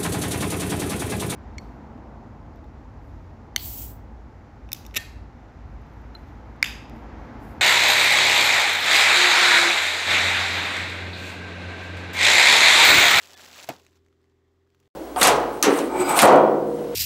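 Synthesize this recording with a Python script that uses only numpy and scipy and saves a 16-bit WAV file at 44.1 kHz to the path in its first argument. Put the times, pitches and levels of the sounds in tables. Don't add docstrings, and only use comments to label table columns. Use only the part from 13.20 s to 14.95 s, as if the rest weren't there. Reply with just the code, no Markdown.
import sys
import numpy as np
from scipy import signal
from scipy.fft import rfft, irfft
from scipy.io import wavfile

SR = 44100
rng = np.random.default_rng(int(sys.argv[2]) if len(sys.argv) > 2 else 0)


def dump_mix(stems):
    frames = np.atleast_2d(stems).T
    limited = np.clip(frames, -1, 1)
    pcm = np.round(limited * 32767).astype(np.int16)
    wavfile.write(sys.argv[1], SR, pcm)


def linear_from_db(decibels):
    return 10 ** (np.asarray(decibels, float) / 20)


N = 77175


def crackle():
    # time_s, level_db
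    crush = [(0, -52), (.088, -52.5), (.151, -53.5), (.157, -73), (.164, -55), (.18, -50.5), (.25, -49),
             (.31, -51.5), (.39, -47.5), (.445, -48), (.455, -54.5), (.53, -51.5), (.6, -62.5),
             (.69, -71.5), (.77, -69.5), (.8, -82), (1.3, -94.5), (1.675, -75.5)]
    # frequency_hz, density_db (per Hz)
    foil_colour = [(150, -8), (400, -10), (640, -3.5), (900, -5), (2000, -4.5), (3840, -5.5), (7500, -10),
                   (16000, -18.5)]
    grains_per_s, grain_cycles, grain_spread_db = 2600, 11.0, 2.3
    grain_db, rustle_db = -3, -6

    level_db, = in_time(crush)
    clump = drift(66)
    signs = rng.choice([-1, 1], N)
    sizes = linear_from_db(grain_spread_db * np.minimum(rng.exponential(1, N), 4)) * signs
    born = rng.random(N) < grains_per_s * linear_from_db(2.5 * clump) / SR
    pitches_hz = np.geomspace(250, 15000, 24)
    dealt = rng.integers(0, 24, N)
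    grains = 0
    for k, hz in enumerate(pitches_hz):
        clicks = sizes * born * (dealt == k)
        grains = grains + ring(clicks, hz, grain_cycles / hz) * hz ** 0.72
    rustle = colour(rng.standard_normal(N), foil_colour) * linear_from_db(1.5 * clump)
    return linear_from_db(level_db) * (linear_from_db(grain_db) * colour(grains, foil_colour) + linear_from_db(rustle_db) * rustle)


def snaps(table, cycles):
    level_db, edge_db = -3.5, 12
    rustle_db, rustle_decay_s = -4, .0013
    rustle_follows = .25
    length = 800
    out = np.zeros(N + SR)
    t = np.arange(length) / SR
    fade = np.exp(-t / rustle_decay_s)
    noises = rng.standard_normal((len(table), length))
    for (start_s, peak_db, hz, bright_db), white in zip(table, noises):
        tone = np.sin(2 * np.pi * hz * t) * linear_from_db(-60 * t * hz / cycles) * (1 - np.exp(-t * hz))
        rustle = rms_one(band_pass(white * fade, hz / 3, min(3.5 * hz, 8300)))
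        rustle = rustle * linear_from_db(rustle_db + rustle_follows * (bright_db + 23.5))
        edge = linear_from_db(edge_db + bright_db) * rms_one(high_pass(white * fade, 8500, order=4))
        snap = tone + (rustle + edge) * .5 * np.sqrt(np.mean(fade ** 2))
        i = int(start_s * SR)
        out[i:i + length] += linear_from_db(peak_db + level_db) * snap / np.abs(snap).max()
    return out[:N]


def crushing_snaps():
    # start_s, peak_db, pitch_hz, brightness_db
    crush_snaps = [(0.0162, -34.9, 7470, -24.1), (0.0238, -38.4, 1740, -25.3), (0.027, -36.2, 5040, -27.0),
                   (0.0332, -32.4, 2970, -24.8), (0.0374, -35.5, 4180, -27.2), (0.0455, -36.1, 4970, -23.5),
                   (0.0564, -36.0, 5320, -19.3), (0.0598, -38.0, 4500, -30.4), (0.0724, -33.7, 3770, -32.2),
                   (0.0958, -35.7, 2050, -24.3), (0.1058, -35.3, 5640, -31.5), (0.1109, -38.6, 5100, -25.6),
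                   (0.1156, -32.9, 4220, -35.6), (0.1229, -38.2, 3470, -18.8), (0.1334, -32.7, 5530, -28.9),
                   (0.1417, -36.6, 3510, -25.9), (0.1704, -37.5, 1740, -27.6), (0.1759, -33.3, 4540, -27.4),
                   (0.1955, -35.8, 1460, -29.2), (0.2083, -32.1, 4290, -32.0), (0.2127, -33.6, 2890, -31.9),
                   (0.2185, -33.4, 3980, -27.0), (0.2343, -36.4, 3880, -26.0), (0.2473, -33.4, 3810, -26.5),
                   (0.256, -32.5, 2780, -27.5), (0.2614, -33.0, 5340, -24.7), (0.2814, -36.6, 1510, -28.3),
                   (0.2856, -36.7, 5580, -25.9), (0.3051, -37.0, 2280, -27.3), (0.3288, -35.6, 4780, -25.7),
                   (0.3367, -34.7, 2760, -22.7), (0.3442, -32.7, 4010, -27.6), (0.3527, -32.6, 3900, -27.6),
                   (0.3576, -35.0, 3140, -29.1), (0.3627, -34.3, 1870, -24.7), (0.3719, -35.9, 5100, -14.1),
                   (0.3786, -32.7, 3960, -17.5), (0.3816, -34.2, 2800, -18.8), (0.3858, -32.4, 2450, -29.3),
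                   (0.389, -29.9, 2540, -32.1), (0.395, -30.9, 2500, -27.9), (0.3998, -27.6, 2560, -31.9),
                   (0.4027, -34.0, 3960, -25.5), (0.4137, -32.2, 8180, -15.7), (0.4278, -30.4, 4330, -19.2),
                   (0.4325, -30.0, 7450, -17.8), (0.4361, -32.1, 3770, -24.1), (0.4397, -32.6, 2280, -30.1),
                   (0.444, -29.0, 5100, -29.7)]
    # start_s, peak_db, pitch_hz, brightness_db
    seam_snaps = [
        (.4758, -35, 3600, -30),
        (.4894, -26, 4250, -20),
        (.4901, -28, 7800, -16),
        (.4958, -36, 5700, -24),
        (.4988, -30, 2500, -30),
        (.5006, -33, 3400, -28),
        (.5033, -38, 5000, -26),
        (.5275, -42, 5200, -26),
    ]
    return snaps(crush_snaps + seam_snaps, cycles=11.0)


def squeak():
    start_s, length_s, pitch_hz = .142, .027, 1735
    squeak_db, octave_db = -55.5, -1
    groan_length_s, groan_hz, groan_db = .012, 740, -53.5
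    t = np.arange(N) / SR - start_s

    def swell(length):
        arch = np.sin(np.pi * np.clip(t / length, 0, 1))
        return np.sqrt(np.clip(arch, 0, 1))

    phase = 2 * np.pi * pitch_hz * t
    tone = np.sin(phase) + linear_from_db(octave_db) * np.sin(2 * phase + 1)
    groan = linear_from_db(groan_db) * swell(groan_length_s) * np.sin(2 * np.pi * groan_hz * t)
    return groan + linear_from_db(squeak_db) * swell(length_s) * tone


def pop():
    # frequency_hz, level_db, t60_s
    hollow_modes = [(135, -31.5, 0.063), (190, -43, 0.029), (304.6, -28, 0.041), (341.6, -40.5, 0.093),
                    (467, -35.5, 0.05), (733, -42.5, 0.093), (878, -33.5, 0.068), (2536, -42.5, 0.059)]
    # delay_s, level_db
    echo_table = [
        (.0075, -24),
        (.0165, -26),
        (.0225, -19),
        (.031, -32),
        (.046, -32),
    ]
    # frequency_hz, level_db, t60_s
    tail_table = [(200, -46.5, 0.23), (597, -49.5, 0.36), (1260, -43, 0.15), (2470, -37.5, 0.051),
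                  (5100, -51, 0.14), (12000, -47, 0.042)]
    pop_s, tear_gap_s, tear_db = .4892, .0011, -25
    crack_db, crack_attack_s, crack_decay_s = -28.5, .0008, .0017
    flap_hz, flap_db, flap_attack_s, flap_hold_s, flap_release_s = 680, -20.5, .004, .0052, .0009
    hollow_delay_s, thump_below_hz = .0101, 250
    t = np.arange(N) / SR - pop_s + .0004
    after = np.maximum(t, 0)
    white = rng.standard_normal((2, N))

    flap_rise = (t > 0) * np.clip(0.59 + 0.2 * t / flap_attack_s, 0, 1)
    flap_fall = np.exp(-np.maximum(t - flap_hold_s, 0) / flap_release_s)
    flap = linear_from_db(flap_db) * flap_rise * flap_fall * np.sin(2 * np.pi * flap_hz * t)
    crack = linear_from_db(crack_db) * np.clip(t / crack_attack_s, 0, 1) * white[0] * np.exp(-after / crack_decay_s)
    direct = flap + crack
    direct[[int((pop_s - .0001) * SR), int((pop_s + tear_gap_s) * SR)]] += 2 * linear_from_db(tear_db)

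    dull = signal.lfilter([.4], [1, -.6], direct)
    echoes = 0
    for k, (delay_s, db) in enumerate(echo_table):
        echoes = echoes + linear_from_db(db) * (-1) ** k * np.roll(dull, int(delay_s * SR))

    click = np.zeros(N)
    click[int(pop_s * SR)] = 1
    hollow = 0
    for hz, db, t60 in hollow_modes:
        delay = int(hollow_delay_s * SR) * (hz > thump_below_hz)
        hollow = hollow + linear_from_db(db) * ring(np.roll(click, delay), hz, t60)

    edges_hz = 100 * 2 ** np.arange(0, 7.4, .5)
    tail = 0
    for k, (low, high) in enumerate(zip(edges_hz, edges_hz[1:])):
        hz = np.sqrt(low * high)
        band = rms_one(band_pass(white[k % 2], low, high))
        tail = tail + band * linear_from_db(at_hz(tail_table, hz) - 60 * after / at_hz(tail_table, hz, axis=2))
    tail = tail * linear_from_db(2.4 * drift(42)) * np.clip(t / 0.0042, 0, 1)
    return high_pass(direct + echoes + hollow + tail, 180)


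def relaxing_ticks():
    # start_s, peak_db, pitch_hz, brightness_db
    tick_table = [(.5377, -40, 860, -30), (.551, -41, 710, -27), (.5595, -42, 1340, -27),
                  (.5637, -41, 7490, -26), (.5832, -44, 4800, -26), (.5974, -39.5, 4600, -27),
                  (.6168, -50, 3960, -22), (.6216, -47, 5900, -27), (.6334, -50, 4500, -26),
                  (.6487, -47, 3920, -20), (.6652, -39, 2450, -29), (.6707, -50, 2840, -30),
                  (.6744, -55, 2350, -32), (.6874, -55, 1740, -32), (.6934, -57, 4200, -17),
                  (.7085, -57, 5000, -26), (.72, -54, 2950, -29), (.7295, -55, 1400, -28),
                  (.7505, -59, 4500, -16), (.7565, -49.5, 2090, -21), (.7631, -53.5, 4890, -21),
                  (.7706, -50, 1310, -30), (.7749, -57, 5000, -30), (.8225, -62, 3100, -32),
                  (.849, -60, 3100, -32), (.8633, -51.5, 1900, -41), (.874, -63, 6200, -30),
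                  (.8845, -54, 2150, -33), (.927, -54, 1310, -36), (1.0155, -62, 6000, -28),
                  (1.03, -61, 4600, -30), (1.0424, -54, 2000, -36), (1.056, -62, 3000, -34),
                  (1.0976, -57, 1920, -40), (1.1207, -61, 970, -38), (1.4664, -62, 1200, -40),
                  (1.4738, -58, 1700, -31), (1.5027, -56, 2400, -26), (1.5471, -49.5, 1460, -25),
                  (1.5505, -60, 7000, -20), (1.6012, -50, 7410, -19), (1.6045, -55, 7400, -20),
                  (1.6281, -57, 1800, -36), (1.6569, -58, 3450, -36)]
    return linear_from_db(-2) * snaps(tick_table, cycles=9.0)


def engine():
    # time_s, firing_hz, level_db, load_db
    idle = [
        (0, 84.1, -70.5, -1),
        (.55, 83.73, -69, 2.5),
        (.8, 83.8, -69.5, -0.5),
        (1.3, 83.6, -72, 0.5),
        (1.5, 87.7, -74, 5),
        (1.68, 87.8, -74.5, 10.5),
    ]
    # multiple (of firing rate), level_db
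    orders = [(.5, -22.5), (.75, -27), (1, 2), (1.25, -24.5), (1.5, -9), (1.75, -27), (2, -14), (2.25, -29),
              (2.5, -16.5), (2.75, -26.5), (3, -9), (3.25, -13), (3.5, -15.5), (3.75, -9.5), (4, -23.5),
              (4.25, -13), (4.5, -15), (4.75, -10.5), (5, -29.5), (5.25, -25.5), (5.5, -17), (5.75, -26),
              (6, -26), (6.25, -19.5)]
    pipe_hz, pipe_width_hz, pipe_db = 385.7, 18.8, 10.5
    wobble_db, wander_rad = 1.3, .35
    firing_hz, level_db, load_db = in_time(idle)
    turn = 2 * np.pi * np.cumsum(firing_hz) / SR
    hum = 0
    for (order, db), start in zip(orders, 2 * np.pi * rng.random(len(orders))):
        order = np.round(4 * order) / 4
        lift_db = pipe_db / (1 + ((order * firing_hz - pipe_hz) / pipe_width_hz) ** 2)
        half_db = load_db * (order % 1 == .5)
        height = linear_from_db(db + lift_db + half_db + wobble_db * drift(7.9))
        wander = wander_rad * np.sqrt(order) * drift(2.2)
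        hum = hum + height * np.sin(order * turn + start + wander)
    return np.sqrt(2) * linear_from_db(level_db) * hum


def street():
    # frequency_hz, level_db
    panels = [(1200, -89), (1880, -86.5), (3300, -94)]
    # frequency_hz, density_db (per Hz)
    air_colour = [(25, -0.5), (60, 7.5), (150, -1), (400, 0), (550, -1.5), (1740, -10), (7500, -20.5),
                  (16000, -32)]
    white = rng.standard_normal(N)
    bay = 0
    for hz, db in panels:
        bay = bay + linear_from_db(db + 3 * drift(20)) * rms_one(ring(white, hz, 12 / hz))
    air = linear_from_db(-77.5 + 1.5 * drift(15)) * colour(rng.standard_normal(N), air_colour)
    return bay + air


def rms_one(x):
    return x / np.sqrt(np.mean(x ** 2) + 1e-20)


def in_time(rows):
    s, *columns = np.transpose(rows)
    return [np.interp(np.arange(N) / SR, s, c) for c in columns]


def at_hz(points, hz, axis=1):
    points = np.array(points)
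    return np.interp(np.log(hz), np.log(points[:, 0]), points[:, axis])


def bin_hz():
    return np.maximum(np.arange(N // 2 + 1) * SR / N, 10)


def colour(x, spectrum):
    hz = bin_hz()
    below = np.minimum(hz / spectrum[0][0], 1) ** 2
    return rms_one(irfft(rfft(x) * linear_from_db(at_hz(spectrum, hz)) * below, N))


def high_pass(x, hz, order=2):
    return signal.sosfilt(signal.butter(order, hz, "high", fs=SR, output="sos"), x)


def band_pass(x, low, high):
    return signal.sosfilt(signal.butter(2, [low, high], "band", fs=SR, output="sos"), x)


def drift(rate):
    r = np.exp(-2 * np.pi * rate / SR)
    return rms_one(signal.lfilter([1], [1, -2 * r, r * r], rng.standard_normal(N + SR))[SR:])


def ring(clicks, hz, t60):
    r, w = linear_from_db(-60 / (t60 * SR)), 2 * np.pi * hz / SR
    return signal.lfilter([0, np.sin(w)], [1, -2 * r * np.cos(w), r * r], clicks + 1e-18)


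def scene():
    foil = crackle() + crushing_snaps() + squeak() + pop() + relaxing_ticks()
    return (foil + engine() + street())[None]


def band_limit(x):
    return signal.sosfilt(signal.butter(12, 16820, fs=SR, output="sos"), x)


def record(dry):
    # frequency_hz, gain_db
    mic_colour = [(20, 0), (8000, 1), (8700, -8), (10500, -2.5), (15700, 4), (16000, -25.5), (16900, -38)]
    # frequency_hz, density_db (per Hz)
    rustle_colour = [(250, 4), (500, -1), (3000, -19.5), (16000, -33)]
    change_s, residue_db, fade_db_per_s = 1.678, -25, 500
    rustle_s, rustle_attack_s, rustle_db = 1.738, .014, -82.5
    t = np.arange(N) / SR
    residue = linear_from_db(residue_db - fade_db_per_s * (t - change_s)) * high_pass(dry, 150)
    rise = np.clip((t - rustle_s) / rustle_attack_s, 0, 1)
    rustle = linear_from_db(rustle_db) * rise * colour(rng.standard_normal(N), rustle_colour)
    mix = np.where(t < change_s, dry, residue) + rustle
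    mix = irfft(rfft(mix) * linear_from_db(at_hz(mic_colour, bin_hz())), N)
    return band_limit(mix)


dry = scene()
out = record(dry)
dump_mix(out)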